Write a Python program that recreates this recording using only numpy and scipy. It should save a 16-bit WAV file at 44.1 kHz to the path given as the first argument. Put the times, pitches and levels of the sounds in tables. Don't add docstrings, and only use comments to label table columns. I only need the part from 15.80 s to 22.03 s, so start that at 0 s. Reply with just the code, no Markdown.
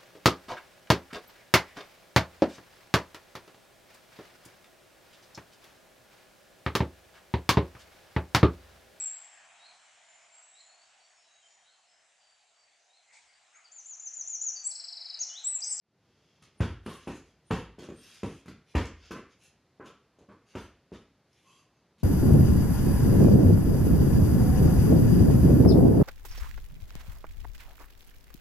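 import sys
import numpy as np
from scipy import signal
from scipy.fft import rfft, irfft
from scipy.io import wavfile
from scipy.ndimage import uniform_filter1d

SR = 44100
rng = np.random.default_rng(int(sys.argv[2]) if len(sys.argv) > 2 else 0)


def unload_audio(sound):
    columns = np.transpose(np.atleast_2d(sound))
    steps = np.round(np.clip(columns, -1, 1) * 32767)
    wavfile.write(sys.argv[1], SR, steps.astype(np.int16))


N = 274743
T = np.arange(int(.7 * SR)) / SR

# t/s, force/dB, push f/Hz, boom/dB re force, boom f/Hz, slap/dB re force,
# crumple/dB re force, cover flattening/s, graze lead/s, swing-in/dB, slide-off/dB
BLOWS = [(0.8043, -33.5, 190.5, 12.5, 99, -6.5, -13.5, 0.0021, 0.0094, -84, -69),
         (1.0620, -41.5, 266, -13, 90, -5.5, -13.5, 0.0019, 0, -95, -59.5),
         (1.273, -39, 273, -14.5, 90, -7.5, -15, 0.0028, 0.015, -65, -63.5),
         (1.7074, -30, 165, -6.5, 66, -5, -17.5, 0.0026, 0.0061, -83, -62),
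         (2.432, -36, 257, -20, 90, -11, -20, 0.0012, 0, -76, -65),
         (2.9506, -30, 262, 8, 85, -4.5, -13, 0.0034, 0.011, -69.5, -63),
         (4.7522, -41.5, 318, -3.5, 100, -5, -12.5, 0.0018, 0.024, -68, -67),
         (5.1190, -47, 288, -9, 100, -16, -11.5, 0.0075, 0, -90, -83)]
# t/s, heel/dB, knock f/Hz, toe delay/s, toe/dB re heel, sole slap/dB re knock,
# heel grit/dB, toe grit/dB, sole flattening/s
STEPS = [(0.62, -64.5, 154, 0.015, -19, -5.5, -64.5, -72, 0.005),
         (1.984, -50.5, 330, 0.041, -1, -8, -58, -60.5, 0.0099),
         (2.088, -44.5, 307, 0.014, -9, -14.5, -64.5, -80, 0.0047),
         (2.658, -54.5, 205, .023, 6, -9, -67, -61, .002),
         (3.308, -44.5, 322, 0.053, -5.5, -2, -53, -64, 0.0059),
         (3.998, -51, 377, .055, -5, -1.5, -86, -61.5, 0.01),
         (4.387, -64, 442, 0.022, 3, -15, -76.5, -83, 0.0039),
         (4.487, -57.5, 214, 0.025, -2.5, -2, -83, -80, .006),
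         (6.180, -68, 174, .015, -5, -12, -76, -72, 0.0041)]
# f/Hz, level/dB
CRACKLE = [(900, -25), (1800, -2.5), (2900, 3), (4300, -5), (6800, -5), (9500, -12.5), (13000, -22)]


def from_db(db):
    return 10 ** (np.asarray(db) / 20)


def at_hz(points, hz, column=1):
    points = np.array(points, float)
    return np.interp(np.log(hz + 1e-3), np.log(points[:, 0]), points[:, column])


def noise(spectrum, samples, uneven_db=0):
    hz = np.fft.rfftfreq(samples, 1 / SR)
    knots_hz = np.arange(0, SR / 2, 270)
    ripple = np.interp(hz, knots_hz, 2 * rng.random(len(knots_hz)) - 1)
    resonances_db = uneven_db * ripple * np.minimum(hz / 1500, 1)
    low_cut = np.minimum(hz / spectrum[0][0], 1) ** 2
    gain = from_db(at_hz(spectrum, hz) + resonances_db) * low_cut
    x = irfft(rfft(rng.standard_normal(samples)) * gain, samples)
    return x / np.std(x)


def gritty(spectrum, grain_db, uneven_db, grain_samples):
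    grain = uniform_filter1d(rng.standard_normal(len(T)), size=grain_samples)
    flicker = from_db(grain_db * np.clip(grain / np.std(grain), -2, 2))
    x = noise(spectrum, len(T), uneven_db) * flicker
    return x / np.std(x)


def burst(x, db):
    return from_db(db) * x / np.sqrt(np.sum(x ** 2) / (.025 * SR) + 1e-20)


def add(out, t_s, x):
    start = round(t_s * SR)
    lo, hi = max(start, 0), min(start + x.shape[-1], N)
    out[..., lo:hi] += x[..., lo - start:hi - start]


def left_right(mid, side, side_db=-1.5):
    return np.array([mid + from_db(side_db) * side, mid - from_db(side_db) * side])


def air():
    spectrum = [(15, -48), (25, -10), (141, 2), (285, -5), (370, -3.5), (433, -6), (534, -8), (812, -11),
                (1170, -14.5), (1980, -16.5), (2250, -18), (3160, -20.5), (4220, -21), (13000, -38.5)]
    return from_db(-69) * left_right(noise(spectrum, N), noise(spectrum, N))


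def garage(x):
    # delay/s, gain
    echoes = [(.0050, 0.28), (0.011, 0.41), (0.031, .22)]
    # f/Hz, t60/s, level/dB re direct
    decay = [(60, 0.67, -1), (129, 0.28, 5), (355, 0.41, 4.5), (910, 0.35, 0), (2160, 0.52, 3.5),
             (5530, 0.36, 0), (12000, 0.17, -4)]
    build_s = 0.0068
    onset = 1 - np.exp(-(T / build_s) ** 2)
    hz = np.fft.rfftfreq(len(T), 1 / SR)
    octaves_hz = 50 * 2. ** np.arange(9)
    white = rfft(rng.standard_normal((2, len(T))))
    tail = 0
    for centre_hz, share in zip(octaves_hz, np.eye(len(octaves_hz))):
        band = irfft(white * np.interp(np.log(hz + 1), np.log(octaves_hz), share), len(T))
        fade = from_db(-60 * T / at_hz(decay, centre_hz)) * onset
        tail = tail + band * fade / np.linalg.norm(fade) * from_db(at_hz(decay, centre_hz, column=2))
    response = left_right(*tail)
    response[:, 0] += 1
    for delay_s, gain in echoes:
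        response[:, round(delay_s * rng.uniform(.92, 1.08) * SR)] += gain
    return signal.fftconvolve(x[None], response, axes=1)[:, :len(x)]


def stroke(half_s):
    return np.exp(-((T - T.mean()) / half_s) ** 2 / 2)


def squeak(hz, width_hz):
    link = signal.iirpeak(hz, hz / (2 * width_hz), fs=SR)
    x = signal.lfilter(*link, signal.lfilter(*link, rng.standard_normal(len(T))))
    return x / np.std(x)


def hanger():
    # middle t/s, half length/s, f/Hz, level/dB
    slips = [(0.795, .0092, 9400, -69.5), (1.063, 0.0011, 9550, -51.5), (1.066, 0.0038, 2830, -51),
             (1.112, 0.012, 1090, -50), (1.281, 0.0073, 9700, -62), (1.692, 0.02, 9100, -70),
             (2.182, .022, 8740, -66.5), (2.24, 0.012, 5460, -66), (2.46, 0.0066, 8960, -68),
             (3.057, 0.00064, 6600, -44.5), (4.393, 0.0035, 6600, -73), (5.532, 0.0016, 5400, -68)]
    # middle t/s, half length/s, level/dB
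    creaks = [(5.692, .022, -68.5), (5.785, 0.024, -71), (5.972, .03, -82)]
    # f/Hz, width/Hz, level/dB
    creak_modes = [(1066, 75, 1.5), (2650, 160, -7), (4720, 140, -10), (6280, 290, -6)]
    ref_width_hz, ref_half_s = 290, 0.0084
    out = np.zeros(N)
    for t_s, half_s, hz, db in slips:
        width_hz = ref_width_hz * np.sqrt(ref_half_s / half_s)
        add(out, t_s - T.mean(), from_db(db) * squeak(hz, width_hz) * stroke(half_s))
    for t_s, half_s, creak_db in creaks:
        creak = sum(from_db(db) * squeak(hz, width_hz) for hz, width_hz, db in creak_modes)
        add(out, t_s - T.mean(), from_db(creak_db) * creak * stroke(half_s))
    return garage(out)


def swishes():
    # middle t/s, half length/s, rub/dB, sheen/dB re rub
    shuffles = [(0.489, 0.18, -79, -19), (1.473, .039, -77, -8), (2.275, 0.075, -63, -2),
                (2.362, 0.04, -61.5, -15), (2.56, 0.037, -70, -4), (3.256, 0.043, -63.5, -21),
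                (3.52, .017, -70.5, -12), (3.645, 0.028, -66.5, -2), (5.58, 0.05, -76.5, -7.5),
                (5.731, .065, -72.5, -3)]
    # f/Hz, level/dB
    rub_spectrum = [(300, -4), (900, -4.5), (1600, 1.5), (2900, 7.5), (4300, 1.5), (6500, 3), (8500, -19),
                    (13000, -37)]
    sheen_spectrum = [(3000, -46), (6500, 2.5), (8200, -1), (9400, 2.5), (11000, -2.5), (13000, -13)]
    slides = []
    for t_s, *_, swing_db, slide_db in BLOWS:
        slides.append((t_s - 0.047, 0.024, swing_db, -9))
        slides.append((t_s + .062, 0.037, slide_db, -2.5))
    for t_s, _, _, toe_s, *_, toe_grit_db, _ in STEPS:
        slides.append((t_s + toe_s + .015, .015, toe_grit_db - 3.5, -9.5))
    out = np.zeros(N)
    for t_s, half_s, rub_db, sheen_db in slides + list(shuffles):
        rub = gritty(rub_spectrum, grain_db=2.5, uneven_db=7, grain_samples=100)
        sheen = gritty(sheen_spectrum, grain_db=3.5, uneven_db=8, grain_samples=150)
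        add(out, t_s - T.mean(), from_db(rub_db) * (rub + from_db(sheen_db) * sheen) * stroke(half_s))
    return garage(out)


def push(hz, decay_cycles):
    cycles = hz * T
    return -np.sin(2 * np.pi * cycles) * np.sqrt(cycles) * np.exp(-cycles / decay_cycles)


def slap(spectrum, flatten_s, grain_db):
    contact = (1 - np.exp(-T / (flatten_s / 2))) ** 2 * np.exp(-T / (2 * flatten_s))
    return gritty(spectrum, grain_db, uneven_db=7, grain_samples=40) * contact


def footwork():
    sole_spectrum = [(250, -10.5), (450, 9), (700, -5.5), (1100, 5.5), (1750, -4), (2500, -12.5),
                     (5000, -41), (12000, -62)]
    out, soles = np.zeros((2, N)), np.zeros(N)
    for t_s, heel_db, knock_hz, toe_s, toe_db, sole_db, heel_grit_db, toe_grit_db, flatten_s in STEPS:
        heel = (t_s, heel_db, heel_grit_db)
        toe = (t_s + toe_s, heel_db + toe_db, toe_grit_db)
        for touch_s, db, grit_db in (heel, toe):
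            knock = burst(push(knock_hz, decay_cycles=0.31), db)
            grit = burst(slap(CRACKLE, flatten_s, grain_db=7), grit_db)
            add(out, touch_s, garage(knock + grit))
            add(soles, touch_s, burst(slap(sole_spectrum, flatten_s, grain_db=0.5), db + sole_db))
    return out + garage(soles)


def crumple(peak_s):
    spectrum = [(500, -15), (1000, -0.5), (1500, 5), (2300, -4.5), (3100, -4), (4300, -8.5), (6500, -14),
                (12000, -34)]
    buckling = (T / peak_s) ** 3 * np.exp(-3 * T / peak_s)
    return gritty(spectrum, grain_db=5, uneven_db=7, grain_samples=60) * buckling


def bag_cover():
    slap_spectrum = [(250, -6.5), (450, -1.5), (660, -8), (950, 1), (1300, -8), (1900, -14), (2800, -12),
                     (5000, -59), (12000, -77)]
    patches, graze_re_slap_db, crackle_re_force_db = 3, -13.5, -19.5
    out = np.zeros((2, N))
    for _ in range(patches):
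        patch = np.zeros(N)
        for t_s, force_db, _, _, _, slap_db, crumple_db, flatten_s, graze_s, *_ in BLOWS:
            for lead_s, db in ((graze_s, slap_db + graze_re_slap_db), (0, slap_db)):
                contact = slap(slap_spectrum, flatten_s + lead_s, grain_db=2.5)
                add(patch, t_s - lead_s, burst(contact, force_db + db))
            crackle = slap(CRACKLE, flatten_s * 2, grain_db=3)
            add(patch, t_s, burst(crackle, force_db + crackle_re_force_db))
            add(patch, t_s, burst(crumple(peak_s=0.025), force_db + crumple_db))
        out += garage(patch) / np.sqrt(patches)
    return out


def ring(modes, spread_db):
    out = np.zeros(len(T))
    for hz, db, t60_s in modes:
        tone = np.sin(2 * np.pi * hz * T + rng.uniform(0, 2 * np.pi))
        out += tone * from_db(db + rng.normal(0, spread_db) - 60 * T / t60_s)
    attack_s = 0.0016
    return out * (1 - np.exp(-T / attack_s))


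def bag_filling():
    # f/Hz, level/dB, t60/s
    deep_modes = [(67.6, -15.5, 0.41), (85.5, -6, 0.22), (107.6, 5.5, 0.167), (161, -6.5, 0.32)]
    hollow_modes = [(205.8, -45, 0.21), (272.7, -12.5, 0.81), (362.6, -6, 0.55), (438, 11, 0.21),
                    (510, 0, 0.14)]
    deep_re_boom_db, hollow_re_force_db = -7.5, -6.5
    room_share = .42
    out = np.zeros((2, N))
    for t_s, force_db, push_hz, boom_db, boom_hz, *_ in BLOWS:
        thud = burst(push(push_hz, decay_cycles=0.22), force_db)
        boom = burst(push(boom_hz, decay_cycles=0.57), force_db + boom_db)
        add(out, t_s, (1 - room_share) * boom + garage(thud + room_share * boom))
        add(out, t_s, burst(ring(deep_modes, spread_db=1.0), force_db + boom_db + deep_re_boom_db))
        add(out, t_s, burst(ring(hollow_modes, spread_db=3.5), force_db + hollow_re_force_db))
    return out


def scene():
    return air() + bag_filling() + bag_cover() + footwork() + swishes() + hanger()


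def record(dry):
    mono_below_hz, fade_s, notch_hz, low_cut_hz, high_cut_hz = 4400, 0.28, 8150, 50, 13100
    mid, side = (dry[0] + dry[1]) / 2, (dry[0] - dry[1]) / 2
    side = signal.sosfilt(signal.ellip(8, .5, 70, mono_below_hz, "high", fs=SR, output="sos"), side)
    fade_in = np.minimum(np.arange(N) / SR / fade_s, 1)
    x = np.array([mid + side, mid - side]) * fade_in
    x = x - 0.45 * signal.lfilter(*signal.iirpeak(notch_hz, Q=7, fs=SR), x)
    x = signal.sosfilt(signal.butter(7, low_cut_hz, "high", fs=SR, output="sos"), x)
    return signal.sosfilt(signal.ellip(12, .1, 80, high_cut_hz, fs=SR, output="sos"), x)


dry = scene()
out = record(dry)
unload_audio(out)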